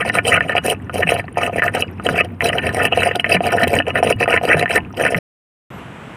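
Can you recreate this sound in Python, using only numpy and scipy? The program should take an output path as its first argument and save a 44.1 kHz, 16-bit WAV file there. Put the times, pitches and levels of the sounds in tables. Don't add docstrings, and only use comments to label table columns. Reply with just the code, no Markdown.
import sys
import numpy as np
from scipy import signal
from scipy.fft import rfft, irfft, next_fast_len
from scipy.io import wavfile
from scipy.ndimage import uniform_filter1d, minimum_filter1d, map_coordinates

SR = 44100
rng = np.random.default_rng(int(sys.argv[2]) if len(sys.argv) > 2 else 0)


def output_pcm(signal):
    pcm = np.clip(np.atleast_2d(signal).T, -1, 1) * 32767
    wavfile.write(sys.argv[1], SR, np.round(pcm).astype(np.int16))


def boost_factor(decibels):
    exponent = np.asarray(decibels, float) / 20
    return 10 ** exponent


N = 271656

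# f/Hz, relative density/dB
FAR_WASH = [(30, -29.5), (60, -7), (150, -1.5), (360, -9), (1350, -13), (3000, -21), (4500, -39.5),
            (7100, -40), (7800, -35), (8500, -39), (15300, -55), (16000, -82)]
# t/s, f/Hz, rms level/dB
CHIRP_TRACK = [(5.705, 11850, -63), (5.76, 11850, -62), (5.82, 11300, -65), (5.885, 10560, -78)]
# f/Hz, relative density/dB
FLOW_RUMBLE = [(24, -56), (40, -20.5), (91, -0.5), (266, -2), (621, -21.5), (859, -20.5), (2710, -31),
               (4680, -59.5), (9180, -57.5), (15500, -69)]
# t/s, level before decay/dB, starting f/Hz
AIR_POCKETS = [(0.336, -20, 159), (1.051, -19, 162), (2.11, -20.5, 161.5), (3.349, -14.5, 171),
               (3.631, -13.5, 232), (3.777, -16.5, 274), (4.157, -18, 107), (4.483, -15.5, 300),
               (4.552, -14, 148.5), (5.155, -14.5, 164.3)]
# t/s, level before decay/dB, starting f/Hz
SOFT_BUBBLES = [(0.8, -29, 1830), (1.242, -22, 700), (1.283, -25, 1110), (1.254, -35, 4200),
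                (1.344, -30, 2900), (1.881, -22, 2490), (4.849, -21, 2480)]
# t/s, peak level/dB, starting f/Hz
BIG_BUBBLES = [(0.098, -2.5, 1790), (0.153, -5, 1240), (0.171, -9.5, 696), (0.186, 6, 2160),
               (0.276, -18.5, 9500), (0.282, -16.5, 447), (0.343, -7, 1800), (0.365, -6.5, 1960),
               (0.407, 0, 1690), (0.495, -1.5, 1630), (0.552, -4, 700), (0.566, -7.5, 660),
               (0.58, -2, 2380), (0.682, -6.5, 524), (0.71, -11.5, 2520), (0.896, -13, 1300),
               (0.957, -10, 646), (1.031, -2.5, 1790), (1.09, -6.5, 700), (1.104, -10, 463),
               (1.12, 4.5, 537), (1.281, -21, 1780), (1.372, -3.5, 780), (1.432, -7, 690),
               (1.433, -7, 2627), (1.464, -9.5, 2570), (1.496, -11.5, 660), (1.559, -8, 560),
               (1.583, -7.5, 471), (1.595, -5, 1810), (1.621, 0.5, 1600), (1.68, -6, 1900),
               (1.75, -6.5, 730), (1.823, -2, 2630), (1.998, -16.5, 1240), (2.066, -4.5, 3000),
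               (2.089, -1, 1450), (2.179, -7.5, 2560), (2.207, -5, 2630), (2.407, -2, 1900),
               (2.449, -10.5, 517), (2.458, -7.5, 2380), (2.491, -8, 2830), (2.531, -6.5, 1810),
               (2.583, -5.5, 2860), (2.667, -12, 2500), (2.692, -7.5, 1640), (2.746, -11, 690),
               (2.852, -5.5, 2650), (2.857, -9.5, 716), (2.924, -5, 700), (2.924, -4, 2590),
               (2.974, -3, 684), (3.033, -4.5, 2584), (3.06, -9, 700), (3.073, -7, 720), (3.112, -7, 1790),
               (3.152, -13.5, 696), (3.163, -14, 704), (3.197, -3, 2920), (3.244, 1.5, 1900),
               (3.324, -10, 2412), (3.345, -5.5, 600), (3.351, -9.5, 2630), (3.406, -4.5, 643),
               (3.46, -12, 720), (3.526, -6, 1320), (3.632, -10.5, 2800), (3.642, -7.5, 660),
               (3.672, -5.5, 456), (3.731, -2.5, 480), (3.788, -2.5, 2720), (3.802, -2.5, 1600),
               (3.822, -16, 2630), (3.867, -17.5, 2610), (3.883, -9.5, 660), (3.904, -11, 2630),
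               (3.956, -1, 1830), (4.028, 2, 705), (4.047, -5, 495), (4.106, -13, 9200), (4.125, -5, 2610),
               (4.208, -16, 657), (4.228, -3.5, 1740), (4.258, -12, 1300), (4.278, -3, 700),
               (4.305, -9.5, 664), (4.323, -9, 1840), (4.34, 0.5, 452), (4.363, -8, 1830),
               (4.375, 3.5, 1900), (4.413, -12.5, 690), (4.436, -10.5, 690), (4.452, -6, 510),
               (4.489, -10, 2900), (4.57, -8.5, 704), (4.594, -10.5, 474), (4.613, -7.5, 484),
               (4.626, -4, 1950), (4.658, -3.5, 1660), (4.679, -12.5, 1810), (4.759, -1.5, 450),
               (4.771, -9, 730), (4.778, -4, 2050), (4.998, -7, 525.5), (5.022, -10, 746),
               (5.051, -3.5, 1540), (5.064, -4, 1809), (5.122, -6.5, 467), (5.146, 0, 1914)]
# t/s, length/s, rattle level/dB, spray level/dB (levels at the height of the swell)
SPURT_TIMES = [(0, 0.03, -14.5, -43.5), (0.052, 0.056, -23, -32.5), (0.137, 0.064, -19, -31.5),
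               (0.25, 0.076, -21, -24), (0.319, 0.063, -11, -30), (0.403, 0.12, -29, -46),
               (0.497, 0.037, -16.5, -41), (0.556, 0.032, -18, -32.5), (0.641, 0.097, -20, -24),
               (0.94, 0.084, -23, -30), (1.026, 0.01, -16.5, -40.5), (1.072, 0.095, -19, -30),
               (1.174, 0.03, -25.5, -35.5), (1.374, 0.064, -21, -35.5), (1.428, 0.063, -20.5, -34),
               (1.528, 0.019, -30.5, -41), (1.56, 0.041, -26.5, -36), (1.625, 0.07, -20.5, -33.5),
               (1.737, 0.1, -19.5, -29.5), (2.041, 0.036, -27.5, -31.5), (2.09, 0.057, -28, -31.5),
               (2.155, 0.063, -16.5, -31.5), (2.238, 0.02, -32, -45.5), (2.417, 0.088, -20.5, -28),
               (2.525, 0.076, -21.5, -36.5), (2.623, 0.093, -22, -38), (2.728, 0.09, -26, -30),
               (2.793, 0.09, -15, -30.5), (2.918, 0.022, -15, -43), (2.952, 0.15, -19.5, -31),
               (3.076, 0.06, -19.5, -47.5), (3.152, 0.015, -26, -31), (3.197, 0.0066, -19, -34),
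               (3.255, 0.019, -19.5, -44), (3.295, 0.077, -15, -27), (3.432, 0.066, -19.5, -30),
               (3.504, 0.081, -19.5, -33), (3.598, 0.049, -16, -30.5), (3.677, 0.0067, -20, -26),
               (3.696, 0.11, -22, -29), (3.869, 0.04, -21.5, -39.5), (3.95, 0.057, -18, -33.5),
               (4.034, 0.1, -23, -30.5), (4.2, 0.043, -18, -29.5), (4.285, 0.094, -15, -32),
               (4.432, 0.074, -23.5, -31.5), (4.488, 0.067, -17, -36), (4.566, 0.077, -19.5, -32),
               (4.698, 0.089, -15.5, -28.5), (4.972, 0.12, -20, -33), (5.107, 0.036, -28.5, -34),
               (5.147, 0.084, -26.5, -39)]
# f/Hz, relative level/dB
JOINT_COLOUR = [(150, -32), (330, -9), (450, -10.5), (800, -6.5), (1300, -15), (2000, -5.5), (3050, -11),
                (3400, -34.5), (5000, -35), (7000, -39), (9000, -25.5), (11000, -35), (15400, -31.5),
                (16000, -88.5)]
# f/Hz, width/Hz, gain/dB
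PIPE_MODES = [(473, 110, 6.5), (700, 71, 9.5), (817, 130, -3.5), (1030, 72, 10.5), (1117, 111, -21),
              (1240, 130, 15), (1450, 46, 8), (876, 15, -15), (1704, 19, -22), (1790, 61, 8),
              (2088, 45, -22), (2373, 46, 2.5), (2630, 131, 9.5), (2893, 36, 7), (3263, 560, 8.5),
              (3977, 220, 15), (4828, 86, 12), (5450, 49, -18), (5570, 1000, 10), (6360, 130, -8.5),
              (6540, 110, 5), (8400, 110, 3.5), (9380, 550, 10), (9890, 200, -5.5), (10690, 1000, 7),
              (12850, 220, 9.5)]

CUT_S, RETURN_S = 5.189, 5.703

RISE_DB_PER_MS, FALL_DB_PER_MS, SWELL_DB = 1.94, 3.5, 4.5
SPRAY_EARLY_MS, SPRAY_FALL_DB_PER_MS = 16, 1.25
GURGLE_DB, MID_RATTLE_DB, MID_SPRAY_DB = -23.5, -19, -37.5
GURGLE_PER_RATTLE, GURGLE_PER_SPRAY, GURGLE_GROWTH_DB_PER_S = 0.14, 0.36, 0.86
DRIBBLE_DB, DRIBBLE_S = -19.5, 0.026

LUMPS_DB, HEAVE_DB = 1.8, 0.8
CHURN_EXPONENT, CHURN_WINDOW_S = 0.2, 0.036

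DRIP_CYCLES, DRIP_RISE, DRIP_ATTACK_S = 4, 0.012, 0.0008
POP_LIFE_S, POP_ATTACK_S = 0.0017, 0.00016
POP_SNAP, POP_SNAP_LIFE_S = 0.06, 0.0043
POP_SLAP, SLAP_S = 0.53, 0.00009
POP_SPIT_DB, POP_SPIT_SLOPE = 3, 0.61


def along(points, hz):
    f, v = np.transpose(points)
    return np.interp(np.log(hz + 1), np.log(f + 1), v)


def curves(rows):
    s, *cols = np.transpose(rows)
    return [np.interp(np.arange(N) / SR, s, c) for c in cols]


def unit(x):
    return x / np.sqrt(np.mean(x ** 2) + 1e-20)


def wobble(rate_hz):
    knots = rng.standard_normal(int(N * rate_hz / SR) + 4)
    return map_coordinates(knots, [np.arange(N) * rate_hz / SR])


def filtered(x, gain):
    m = next_fast_len(N + 8192)
    return irfft(rfft(x, m) * gain(np.fft.rfftfreq(m, 1 / SR)), m)[:N]


def band(x, lo_hz, hi_hz):
    def gain(hz):
        return 1 / (1 + (lo_hz / (hz + 1)) ** 8) / (1 + (hz / hi_hz) ** 8)
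    return unit(filtered(x, gain))


def bubble(hz, cycles, t, rise=0.034):
    life = hz * t / cycles
    return np.sin(2 * np.pi * hz * t * (1 + rise * life)) * np.exp(-life)


def swarm(count, hz, spread, cycles, size_db):
    u, g = rng.random((count, 2)), rng.standard_normal((count, 1))
    k = np.arange(500)
    size = boost_factor(size_db * np.minimum(-np.log(u[:, :1]), 3))
    pitch_hz = np.minimum(hz * np.exp(spread * g), SR / 3)
    rings = bubble(pitch_hz, cycles, k / SR) * size
    at = (u[:, 1:] * N).astype(int) + k
    return unit(np.bincount(at.ravel(), rings.ravel(), N + len(k))[:N])


def patches(x, depth_db):
    z = signal.stft(x, nperseg=512)[2]
    field = uniform_filter1d(rng.standard_normal(z.shape), size=12, axis=0)
    field = uniform_filter1d(field, size=5, axis=1)
    return signal.istft(z * boost_factor(depth_db * unit(field)), nperseg=512)[1][:N]


def pipe_response(size=4096):
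    hz = np.fft.rfftfreq(2 * size, 1 / SR)
    db = along(JOINT_COLOUR, hz)
    for centre_hz, width_hz, gain_db in PIPE_MODES:
        db = db + gain_db / (1 + (2 * (hz - centre_hz) / width_hz) ** 2)
    cepstrum = irfft(np.log(boost_factor(db)))
    cepstrum[1:size] *= 2
    cepstrum[size + 1:] = 0
    return irfft(np.exp(rfft(cepstrum)))[:size]


def spurt_gains():
    power, ms = np.zeros((3, N)), np.arange(N) / SR * 1000
    fall = np.array([[FALL_DB_PER_MS], [FALL_DB_PER_MS], [SPRAY_FALL_DB_PER_MS]])
    for s, length_s, rattle_db, spray_db in SPURT_TIMES:
        gurgle_db = GURGLE_DB + GURGLE_GROWTH_DB_PER_S * s
        gurgle_db += GURGLE_PER_RATTLE * (rattle_db - MID_RATTLE_DB)
        gurgle_db += GURGLE_PER_SPRAY * (spray_db - MID_SPRAY_DB)
        early_ms = np.array([[0], [0], [min(SPRAY_EARLY_MS, length_s * 250)]])
        near = slice(max(0, round((s - 0.05) * SR)), round((s + length_s + 0.1) * SR))
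        since_ms, span_ms = ms[near] - s * 1000, length_s * 1000
        shape_db = SWELL_DB * (np.sin(np.pi * np.clip(since_ms / span_ms, 0, 1)) - 1)
        shape_db = shape_db - RISE_DB_PER_MS * np.maximum(-since_ms, 0)
        shape_db = shape_db - fall * np.maximum(since_ms - span_ms + early_ms, 0)
        power[:, near] += boost_factor(shape_db + np.array([[rattle_db], [gurgle_db], [spray_db]])) ** 2
    dribble = power
    for _ in range(2):
        dribble = uniform_filter1d(dribble, size=round(DRIBBLE_S * SR))
    return np.sqrt(power + boost_factor(DRIBBLE_DB) ** 2 * np.abs(dribble))


def spits(count, life_s, size_db, steady):
    u = rng.random((count, 2))
    size = boost_factor(size_db * np.minimum(-np.log(u[:, 1]), 3))
    kicks = np.bincount((u[:, 0] * N).astype(int), size, N)
    s, db, _ = np.transpose(BIG_BUBBLES)
    kicks[(s * SR).astype(int)] += boost_factor(POP_SPIT_DB + POP_SPIT_SLOPE * np.minimum(db, 0))
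    decaying = signal.lfilter([1], [1, -np.exp(-1 / (life_s * SR))], kicks)
    saw = steady + unit(decaying)
    return saw / np.sqrt(uniform_filter1d(saw ** 2, size=3000))


def trench():
    wash = filtered(rng.standard_normal(N), lambda hz: boost_factor(along(FAR_WASH, hz)))
    wash = unit(wash * boost_factor(0.61 * wobble(20)))
    hz, db = curves(CHIRP_TRACK)
    t = np.arange(N) / SR
    phase = 2 * np.pi * np.cumsum(hz + 45 * wobble(90)) / SR
    chirp = np.sqrt(2) * boost_factor(db + 2.5 * wobble(70)) * np.sin(phase)
    chirp = chirp * (t < CHIRP_TRACK[-1][0])
    return boost_factor(-34.5) * wash + chirp


def flow():
    def rumble_gain(hz):
        hollow = 1 + 1 / (1 + ((hz - 92) / 8) ** 2)
        return boost_factor(along(FLOW_RUMBLE, hz)) * hollow
    rumble = filtered(rng.standard_normal(N), rumble_gain)
    gurgle = uniform_filter1d(spurt_gains()[1], size=round(CHURN_WINDOW_S * SR))
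    churn = (0.087 + unit(gurgle)) ** CHURN_EXPONENT
    lumps = boost_factor(LUMPS_DB * wobble(21) + HEAVE_DB * wobble(2.6))
    t = np.arange(SR // 8) / SR
    out = np.pad(boost_factor(-28.5) * unit(rumble * lumps * churn), (0, len(t)))
    for s, db, hz in AIR_POCKETS:
        glug = bubble(hz, 6.6, t) * (1 - np.exp(-t / 0.00088))
        out[round(s * SR):][:len(t)] += boost_factor(db) * glug
    return out[:N]


def drips():
    out, t = np.zeros(N), np.arange(SR // 10) / SR
    attack = 1 - np.exp(-t / DRIP_ATTACK_S)
    for s, db, hz in SOFT_BUBBLES:
        drip = bubble(hz, DRIP_CYCLES, t, DRIP_RISE) * attack
        out[round(s * SR):][:len(t)] += boost_factor(db) * drip
    return out


def pops(pipe):
    out, t = np.zeros(N + SR), np.arange(1024) / SR
    snaps = rng.standard_normal((len(BIG_BUBBLES), len(t)))
    slap = POP_SLAP * np.exp(-(t / SLAP_S - 2) ** 2)
    for (s, db, hz), snap in zip(BIG_BUBBLES, snaps):
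        source = bubble(hz, hz * POP_LIFE_S, t) * (1 - np.exp(-t / POP_ATTACK_S))
        source += POP_SNAP * snap * np.exp(-t / POP_SNAP_LIFE_S) + slap
        ring = signal.fftconvolve(source, pipe)
        out[round(s * SR):][:len(ring)] += boost_factor(db) * ring / np.abs(ring).max()
    return out[:N]


def sputter(pipe):
    def ring(x):
        return signal.fftconvolve(x, pipe)[:N]

    def hiss(db):
        return boost_factor(db) * rng.standard_normal(N)

    flutter = spits(count=380, life_s=0.0028, size_db=-3.0, steady=1.0)
    gurgle = swarm(count=1800, hz=619, spread=0.32, cycles=1.66, size_db=2.5) + hiss(-4)
    gurgle = patches(gurgle, depth_db=1.0)
    rattle = swarm(count=3600, hz=2171, spread=0.35, cycles=4.53, size_db=3.0) + hiss(-4.5)
    rattle = patches(rattle, depth_db=4.0)
    spray = swarm(count=6000, hz=8530, spread=0.5, cycles=14, size_db=2.0) + hiss(1.0)
    spray = patches(spray, depth_db=4.5)
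    spray = spray * spits(count=320, life_s=0.0018, size_db=5.0, steady=1.3)
    seep = ring(swarm(count=500, hz=2160, spread=1.0, cycles=2.8, size_db=4.5))
    droplets = swarm(count=150, hz=8100, spread=0.4, cycles=12, size_db=5.0) + hiss(-6)
    ticks = ring(np.diff(droplets, prepend=0))
    out = boost_factor(-44.5) * unit(seep) + boost_factor(-62) * unit(ticks)
    # source, low/Hz, high/Hz, own unsteadiness/dB, flutter exponent
    layers = [(rattle, 1000, 3400, 1.4, 0.7),
              (gurgle, 300, 1000, 1.4, 0.6),
              (spray, 3400, 16500, 2.5, 0.3)]
    for (source, lo_hz, hi_hz, own_db, follow), gain in zip(layers, spurt_gains()):
        unsteady = source * boost_factor(own_db * wobble(45))
        source = band(unsteady, lo_hz, hi_hz) * flutter ** follow
        out += ring(gain * source) / np.std(ring(source))
    return out


def scene():
    t, pipe = np.arange(N) / SR, pipe_response()
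    near = trench_free = flow() + drips() + pops(pipe) + sputter(pipe)
    near = near * np.clip((CUT_S - t) / 0.0039, 0, 1)
    far = trench() * np.clip((t - RETURN_S) / 0.0008, 0, 1)
    return (near + far)[None]


def roll_off(x):
    return signal.sosfilt(signal.butter(12, 16470, fs=SR, output="sos"), x)


def record(dry):
    need = np.minimum(1, 0.93 / (np.abs(dry) + 1e-9))
    gain = uniform_filter1d(minimum_filter1d(need, size=120), size=60)
    return roll_off(dry * gain)


dry = scene()
out = record(dry)
output_pcm(out)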